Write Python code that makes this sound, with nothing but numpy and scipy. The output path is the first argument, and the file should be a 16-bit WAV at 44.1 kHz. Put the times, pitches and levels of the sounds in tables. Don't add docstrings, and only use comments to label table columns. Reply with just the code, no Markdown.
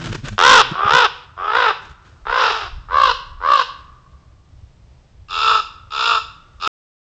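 import sys
import numpy as np
from scipy import signal
from scipy.fft import rfft, irfft, next_fast_len
from scipy.io import wavfile
from scipy.ndimage import map_coordinates

SR = 44100
rng = np.random.default_rng(int(sys.argv[2]) if len(sys.argv) > 2 else 0)


def invert_db(level):
    return 10 ** (np.asarray(level, dtype=float) / 20)


def transcribe(u):
    v = np.clip(np.atleast_2d(u).T, -1, 1)
    q = np.round(v * 32767).astype(np.int16)
    wavfile.write(sys.argv[1], SR, q)


N = 311787
TIME = np.arange(N) / SR

# centre_hz, width_hz, level_db
NEAR_PIPE = [(460, 370, -9.5), (1015, 460, 0.5), (1381, 387, 2.5)]
# centre_hz, width_hz, level_db
NEAR_BEAK = [(2610, 520, 0.8), (3780, 850, -1)]



def unit(x):
    return x / np.sqrt(np.mean(x ** 2) + 1e-20)


def along(points, hz):
    f, v = np.transpose(points)
    return np.interp(np.log(hz + 1), np.log(f + 1), v)


def wobble(rate_hz):
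    knots = rng.standard_normal(int(N * rate_hz / SR) + 4)
    return map_coordinates(knots, [TIME * rate_hz])


def filtered(x, response):
    m = next_fast_len(N + SR // 2)
    hz = np.fft.rfftfreq(m, 1 / SR)
    return irfft(rfft(x, m) * response(hz), m)[..., :N]


def hiss(spectrum):
    return unit(filtered(rng.standard_normal(N), lambda hz: invert_db(along(spectrum, hz))))


def resonate(x, modes):
    def response(f):
        total = 0
        for k, (centre, width, db) in enumerate(modes):
            band = 1j * f * width
            total = total + (-1) ** k * invert_db(db) * band / (centre ** 2 - f ** 2 + band)
        return total
    return filtered(x, response)


def wind():
    # time_s, strength_db
    gusts = [(0.0, -45), (0.11, -34), (0.22, -43.5), (0.33, -27), (0.37, -45), (0.91, -41.5), (1.32, -52.5),
             (1.93, -42.5), (1.95, -53), (2.3, -39.5), (2.38, -51), (2.75, -30), (2.99, -47.5), (3.08, -36),
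             (3.25, -41), (3.31, -30.5), (3.53, -48.5), (6.67, -46.5)]
    # freq_hz, density_db
    hush = [(76, -24.5), (130, -3.5), (175, -10.5), (205, -17), (339, -19.5), (419, -22.5), (593, -21),
            (1350, -29.5), (5170, -35), (8420, -42), (10900, -70.5), (18500, -120)]
    s, strength_db = np.transpose(gusts)
    mean_db = strength_db.mean()
    gust_db = np.interp(TIME, s, strength_db) - mean_db
    deep = hiss([(12, -44.0), (22, 6.5), (50, 2.5), (75, -30.0), (200, -120)])
    deep = unit(invert_db(3 * wobble(9.7)) * deep)
    upper = hiss([(30, -32.5), (58, 7.0), (110, -1), (170, -23.5), (260, -33), (600, -120)])
    upper = unit(invert_db(4 * wobble(14)) * upper)
    buffet = invert_db(-0.5 + 1.4 * gust_db) * deep + invert_db(0.6 * gust_db) * upper
    return invert_db(mean_db) * buffet + invert_db(-52 + wobble(5)) * hiss(hush)


def forest(x, early_db, late_db):
    # freq_hz, level_db
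    scatter = [(500, -10), (1400, -10), (2500, -2), (6000, -1)]
    # freq_hz, t60_s
    trunks = [(300, .6), (600, .9), (1150, 1.75), (2500, 1.25), (6000, .8)]
    # delay_s, level_db
    echoes = [
        (.06, -27),
        (.19, -32),
    ]
    hz, t, z = signal.stft(rng.standard_normal(2 * SR), SR, nperseg=256)
    early = invert_db(early_db - 1.5 + along(scatter, hz)[:, None] - 60 * t / .42)
    late = invert_db(late_db - 60 * t / along(trunks, hz)[:, None])
    tail = signal.istft(z * (early + late), SR, nperseg=256)[1] / 50
    tail[:150] = 0
    blurs = rng.standard_normal((len(echoes), 2000)) * np.hanning(2000) / 27
    for (s, db), blur in zip(echoes, blurs):
        tail[round(s * SR) - 1000:][:2000] += invert_db(db) * blur
    return x + signal.fftconvolve(x, tail)[:N]


def wings():
    # time_s, thump_db, thump_hz, swish_db, length_s
    beats = [(.01, -30.5, 128, -40, 0.19), (.045, -27.5, 166.6, -31, 0.24), (0.062, -21, 121, -37.5, 0.053),
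             (0.11, -17, 108, -38.5, 0.051), (.13, -33, 120, -23, 0.01), (.155, -22, 148, -28, 0.026),
             (.19, -25.5, 108, -44.5, .04), (.243, -18.5, 130, -45.5, 0.026),
             (.265, -29.5, 120, -26.5, .05), (.287, -28.5, 110, -33.5, .03), (.33, -19, 103.4, -40.5, 0.06),
             (.66, -34.5, 129, -39, 0.19), (0.721, -15, 164, -41, 0.018), (0.858, -20, 105, -47, 0.026),
             (0.944, -20.5, 149, -43, 0.035), (1.846, -44, 101, -43.5, 0.095),
             (1.911, -33, 70.6, -43.5, 0.046), (2.081, -49.5, 98.4, -49.5, 0.17)]
    # time_s, peak_db
    snap_events = [
        (0.0418, -17.5),
        (0.0594, -16),
        (0.1246, -27.5),
        (0.2433, -37),
        (0.2848, -14.5),
    ]
    # freq_hz, density_db
    feathers = [(180, -42), (300, 1), (891, -8.5), (1530, 0), (1950, -10), (3080, -8.5), (6740, -19),
                (8420, -28), (10900, -50.5), (18500, -120)]
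    thump, swish, snaps = np.zeros((3, N))
    for s, thump_db, hz, swish_db, length_s in beats:
        since = TIME - s
        stroke = np.exp(-8 * (since / length_s) ** 2)
        puff = np.sin(2 * np.pi * hz * since) + 0.38 * np.sin(4 * np.pi * hz * since)
        thump += invert_db(thump_db) * stroke * puff
        swish += invert_db(swish_db) * stroke
    for s, db in snap_events:
        decay = invert_db(db + 6.5 - 60 * TIME[:200] / .003)
        snaps[round(s * SR):][:200] += decay * rng.standard_normal(200)
    rustle = swish * invert_db(3 * wobble(150)) * hiss(feathers)
    return thump + rustle + resonate(snaps, [(2500, 5000, 0)])


def arched(u, before, place, after):
    rising = np.clip(1 - u / place, 0, 1)
    falling = np.clip((u - place) / (1 - place), 0, 1)
    return before * rising ** 2 + after * falling ** 2


def raven(caws, way, pipe, beak, opened, rise, fall, gap_db, arch, jitter, breath, rasp, uneven, restarts=False):
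    # centre_hz, width_hz, level_db
    gape = [(5016, 996, 1), (7590, 400, -16)]
    low, mid, top = np.zeros((3, N))
    shake, air = wobble(400), rng.standard_normal(N)
    for start_s, length_s, top_hz, top_db, first_hz in caws:
        at = np.arange(round(start_s * SR), round((start_s + length_s) * SR))
        u = np.linspace(0, 1, len(at))
        since_s = u * length_s

        last_hz, after_s = way["slows"]
        rattle_hz = last_hz + (first_hz - last_hz) * np.clip(1 - since_s / after_s, 0, 1)
        bursts = np.cumsum(rattle_hz) / SR
        within = bursts % 1 / np.linspace(*opened, len(at))
        swell = np.sin(np.pi / 2 * np.clip(within / rise, 0, 1)) ** 2
        decay = np.abs(np.cos(np.pi / 2 * np.clip((within - rise) / (1 - rise), 0, 1))) ** fall
        leak = invert_db(gap_db) * np.linspace(.4, 1.7, len(at))
        leak *= 1 - restarts * np.cos(np.pi * bursts) ** 2
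        gate = (swell * decay + leak) * invert_db(1.2 * rng.standard_normal(64))[bursts.astype(int)]

        bend = 1 + arch * np.sin(2 * np.pi * bursts - .5) + jitter * shake[at]
        cycles = np.cumsum(top_hz * (1 - arched(u, *way["pitch"])) * bend) / SR
        cycles -= restarts * cycles[np.searchsorted(bursts, np.floor(bursts))] + .5
        harmonics = np.arange(1, 17)[:, None]
        pulses = np.cos(2 * np.pi * harmonics * cycles).sum(0) / np.sqrt(8)
        pulses *= 1 + uneven * np.cos(np.pi * cycles)
        puffs = air[at] * (1 + np.cos(2 * np.pi * cycles))

        onset = invert_db(-11 * np.clip(1 - since_s / way["swell_s"], 0, 1))
        release = np.clip((at[-1] - at) / (.008 * SR), 0, 1)
        effort = onset * release * invert_db(top_db - arched(u, *way["effort"]))
        leaky_gate = gate + invert_db(gap_db + 8)
        beak_gain = invert_db(np.linspace(*way["opens_db"], len(at)))
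        hoarse = effort * beak_gain * (gate * pulses + rasp * leaky_gate * puffs)
        low[at] += effort * gate * (pulses + breath * puffs)
        mid[at] += hoarse
        top[at] += hoarse * invert_db(way["gape_db"])
    throat = signal.butter(3, [340, 2250], "bandpass", fs=SR, output="sos")
    low = signal.sosfilt(throat, resonate(low, pipe))
    mid = resonate(resonate(mid, beak), beak)
    top = resonate(resonate(top, gape), gape)
    return invert_db(14.0) * low + invert_db(3.5) * mid - invert_db(1.0) * top


def far_raven():
    # start_s, length_s, top_pitch_hz, top_effort_db, first_rattle_hz
    caws = [
        (2.885, .24, 548.9, -7.5, 100.1),
        (3.402, .23, 564.9, -8.5, 98.37),
    ]
    way = dict(pitch=(.25, .48, .2), effort=(11, 0.54, 7.2), slows=(51, .145), opens_db=(-32.5, -11),
           gape_db=-9, swell_s=.04)
    # centre_hz, width_hz, level_db
    pipe = [(530, 2100, -17), (1139, 145, 3.5), (1521, 300, -12.5)]
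    # centre_hz, width_hz, level_db
    beak = [(2743, 500, 0.82), (4070, 820, -1.3)]
    return raven(caws, way, pipe, beak, (.55, .68), rise=.4, fall=1.3, gap_db=-11,
                 arch=.04, jitter=.03, breath=.5, rasp=2.6, uneven=.15)


def muttering_raven():
    # start_s, length_s, top_pitch_hz, top_effort_db, first_rattle_hz
    caws = [
        (0.718, .182, 413, -10, 92.8),
        (1.364, .146, 422.5, -13.5, 101.8),
    ]
    way = dict(pitch=(.2, 0.98, .03), effort=(12, 0.8, 4.5), slows=(47, 0.25), opens_db=(-26.5, -21.5),
           gape_db=-14, swell_s=0.013)
    # centre_hz, width_hz, level_db
    pipe = [(430, 290, -19.5), (680, 300, -14.5), (1153, 250, -2.5), (1304, 260, -3)]
    # centre_hz, width_hz, level_db
    beak = [(2420, 730, -1.5), (3400, 630, 0.5)]
    return raven(caws, way, pipe, beak, (.8, 1.1), rise=.4, fall=1, gap_db=-12,
                 arch=.025, jitter=.036, breath=.8, rasp=2, uneven=.3)


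def answering_raven():
    # start_s, length_s, top_pitch_hz, top_effort_db, first_rattle_hz
    caws = [
        (2.34, .345, 451.5, -22.5, 56.1),
    ]
    way = dict(pitch=(.11, .5, 0.22), effort=(2, 0.077, 17), slows=(44, .25), opens_db=(-4.5, -6.5),
           gape_db=-6, swell_s=0.075)
    return raven(caws, way, NEAR_PIPE, NEAR_BEAK, (1.1, 1.5), rise=.3, fall=.7, gap_db=-6,
                 arch=.04, jitter=.04, breath=.9, rasp=2, uneven=.35)


def high_raven():
    # start_s, length_s, top_pitch_hz, top_effort_db, first_rattle_hz
    caws = [
        (5.284, 0.33, 447, -16.5, 97.2),
        (5.905, .29, 460, -16, 75.1),
        (6.599, .2, 436, -16, 94),
    ]
    way = dict(pitch=(.11, .65, 0.0873), effort=(15, 0.64, 9.1), slows=(48.5, .26), opens_db=(-6, -11.5),
           gape_db=-7, swell_s=.024)
    # centre_hz, width_hz, level_db
    pipe = [(400, 480, -19), (680, 100, -11), (1165, 240, 5.5), (1303, 240, 6)]
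    # centre_hz, width_hz, level_db
    beak = [(2740, 460, 3), (5300, 500, -9), (3500, 520, 2), (7200, 900, -9)]
    return raven(caws, way, pipe, beak, (.6, 1.25), rise=.28, fall=.9, gap_db=-12,
                 arch=.04, jitter=.03, breath=.65, rasp=1.5, uneven=.35)


def leaving_raven():
    # start_s, length_s, top_pitch_hz, top_effort_db, first_rattle_hz
    caws = [
        (1.485, .233, 494.6, -13, 68.2),
        (2.252, .268, 513.1, -16, 75.23),
    ]
    way = dict(pitch=(0.26, 0.5, 0.26), effort=(15, 0.34, 9.7), slows=(41, 0.24), opens_db=(-16, -7.5),
           gape_db=-12, swell_s=0.014)
    return raven(caws, way, NEAR_PIPE, NEAR_BEAK, (.55, 1.1), rise=.3, fall=.8, gap_db=-10,
                 arch=.05, jitter=.035, breath=.6, rasp=1.9, uneven=.25)


def near_raven():
    # start_s, length_s, top_pitch_hz, top_effort_db, first_rattle_hz
    caws = [
        (0.379, .243, 509.6, -1, 99.63),
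        (0.869, .203, 487, -8.5, 86),
    ]
    way = dict(pitch=(0.35, .55, .27), effort=(11, .4, 8.7), slows=(47, .15), opens_db=(-4, 0.5),
           gape_db=-9.5, swell_s=0.003)
    return raven(caws, way, NEAR_PIPE, NEAR_BEAK, (.35, 1.3), rise=.05, fall=.6, gap_db=-14,
                 arch=.06, jitter=.016, breath=.2, rasp=.65, uneven=.22, restarts=True)


def scene():
    far = forest(far_raven(), early_db=1, late_db=-27.5)
    middle = high_raven() + answering_raven() + muttering_raven() + leaving_raven()
    middle = forest(middle, early_db=1, late_db=-29.0)
    near = forest(near_raven() + wings(), early_db=-5, late_db=-34.5)
    mono = wind() + far + middle + near
    return np.array([mono, mono])


def roll_off(x):
    return signal.sosfilt(signal.butter(12, 15800, fs=SR, output="sos"), x)


def record(dry):
    camera_hz, stop_s = 16000, 6.6764
    x = dry / (1 + np.abs(dry / 1.05) ** 7) ** (1 / 7)
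    image_db = [(8900, -60), (9600, 9), (11500, -0.5), (14000, -14.5), (15200, -38.5)]
    lowpass_db = [(7600, -3.5), (8300, -8.5), (8650, -16.5), (8900, -78.5)]
    mirror = x * np.cos(2 * np.pi * camera_hz * TIME)
    mirror = filtered(mirror, lambda hz: invert_db(along(image_db, hz)))
    x = filtered(x, lambda hz: invert_db(along(lowpass_db, hz))) + invert_db(-44) * mirror
    x = np.clip(x, -.93, .93) * np.clip((stop_s - TIME) / .0003, 0, 1)
    x[:, round(stop_s * SR) - 44:][:, :10] += invert_db(-6.0) * np.hanning(10)
    return roll_off(x)


dry = scene()
out = record(dry)
transcribe(out)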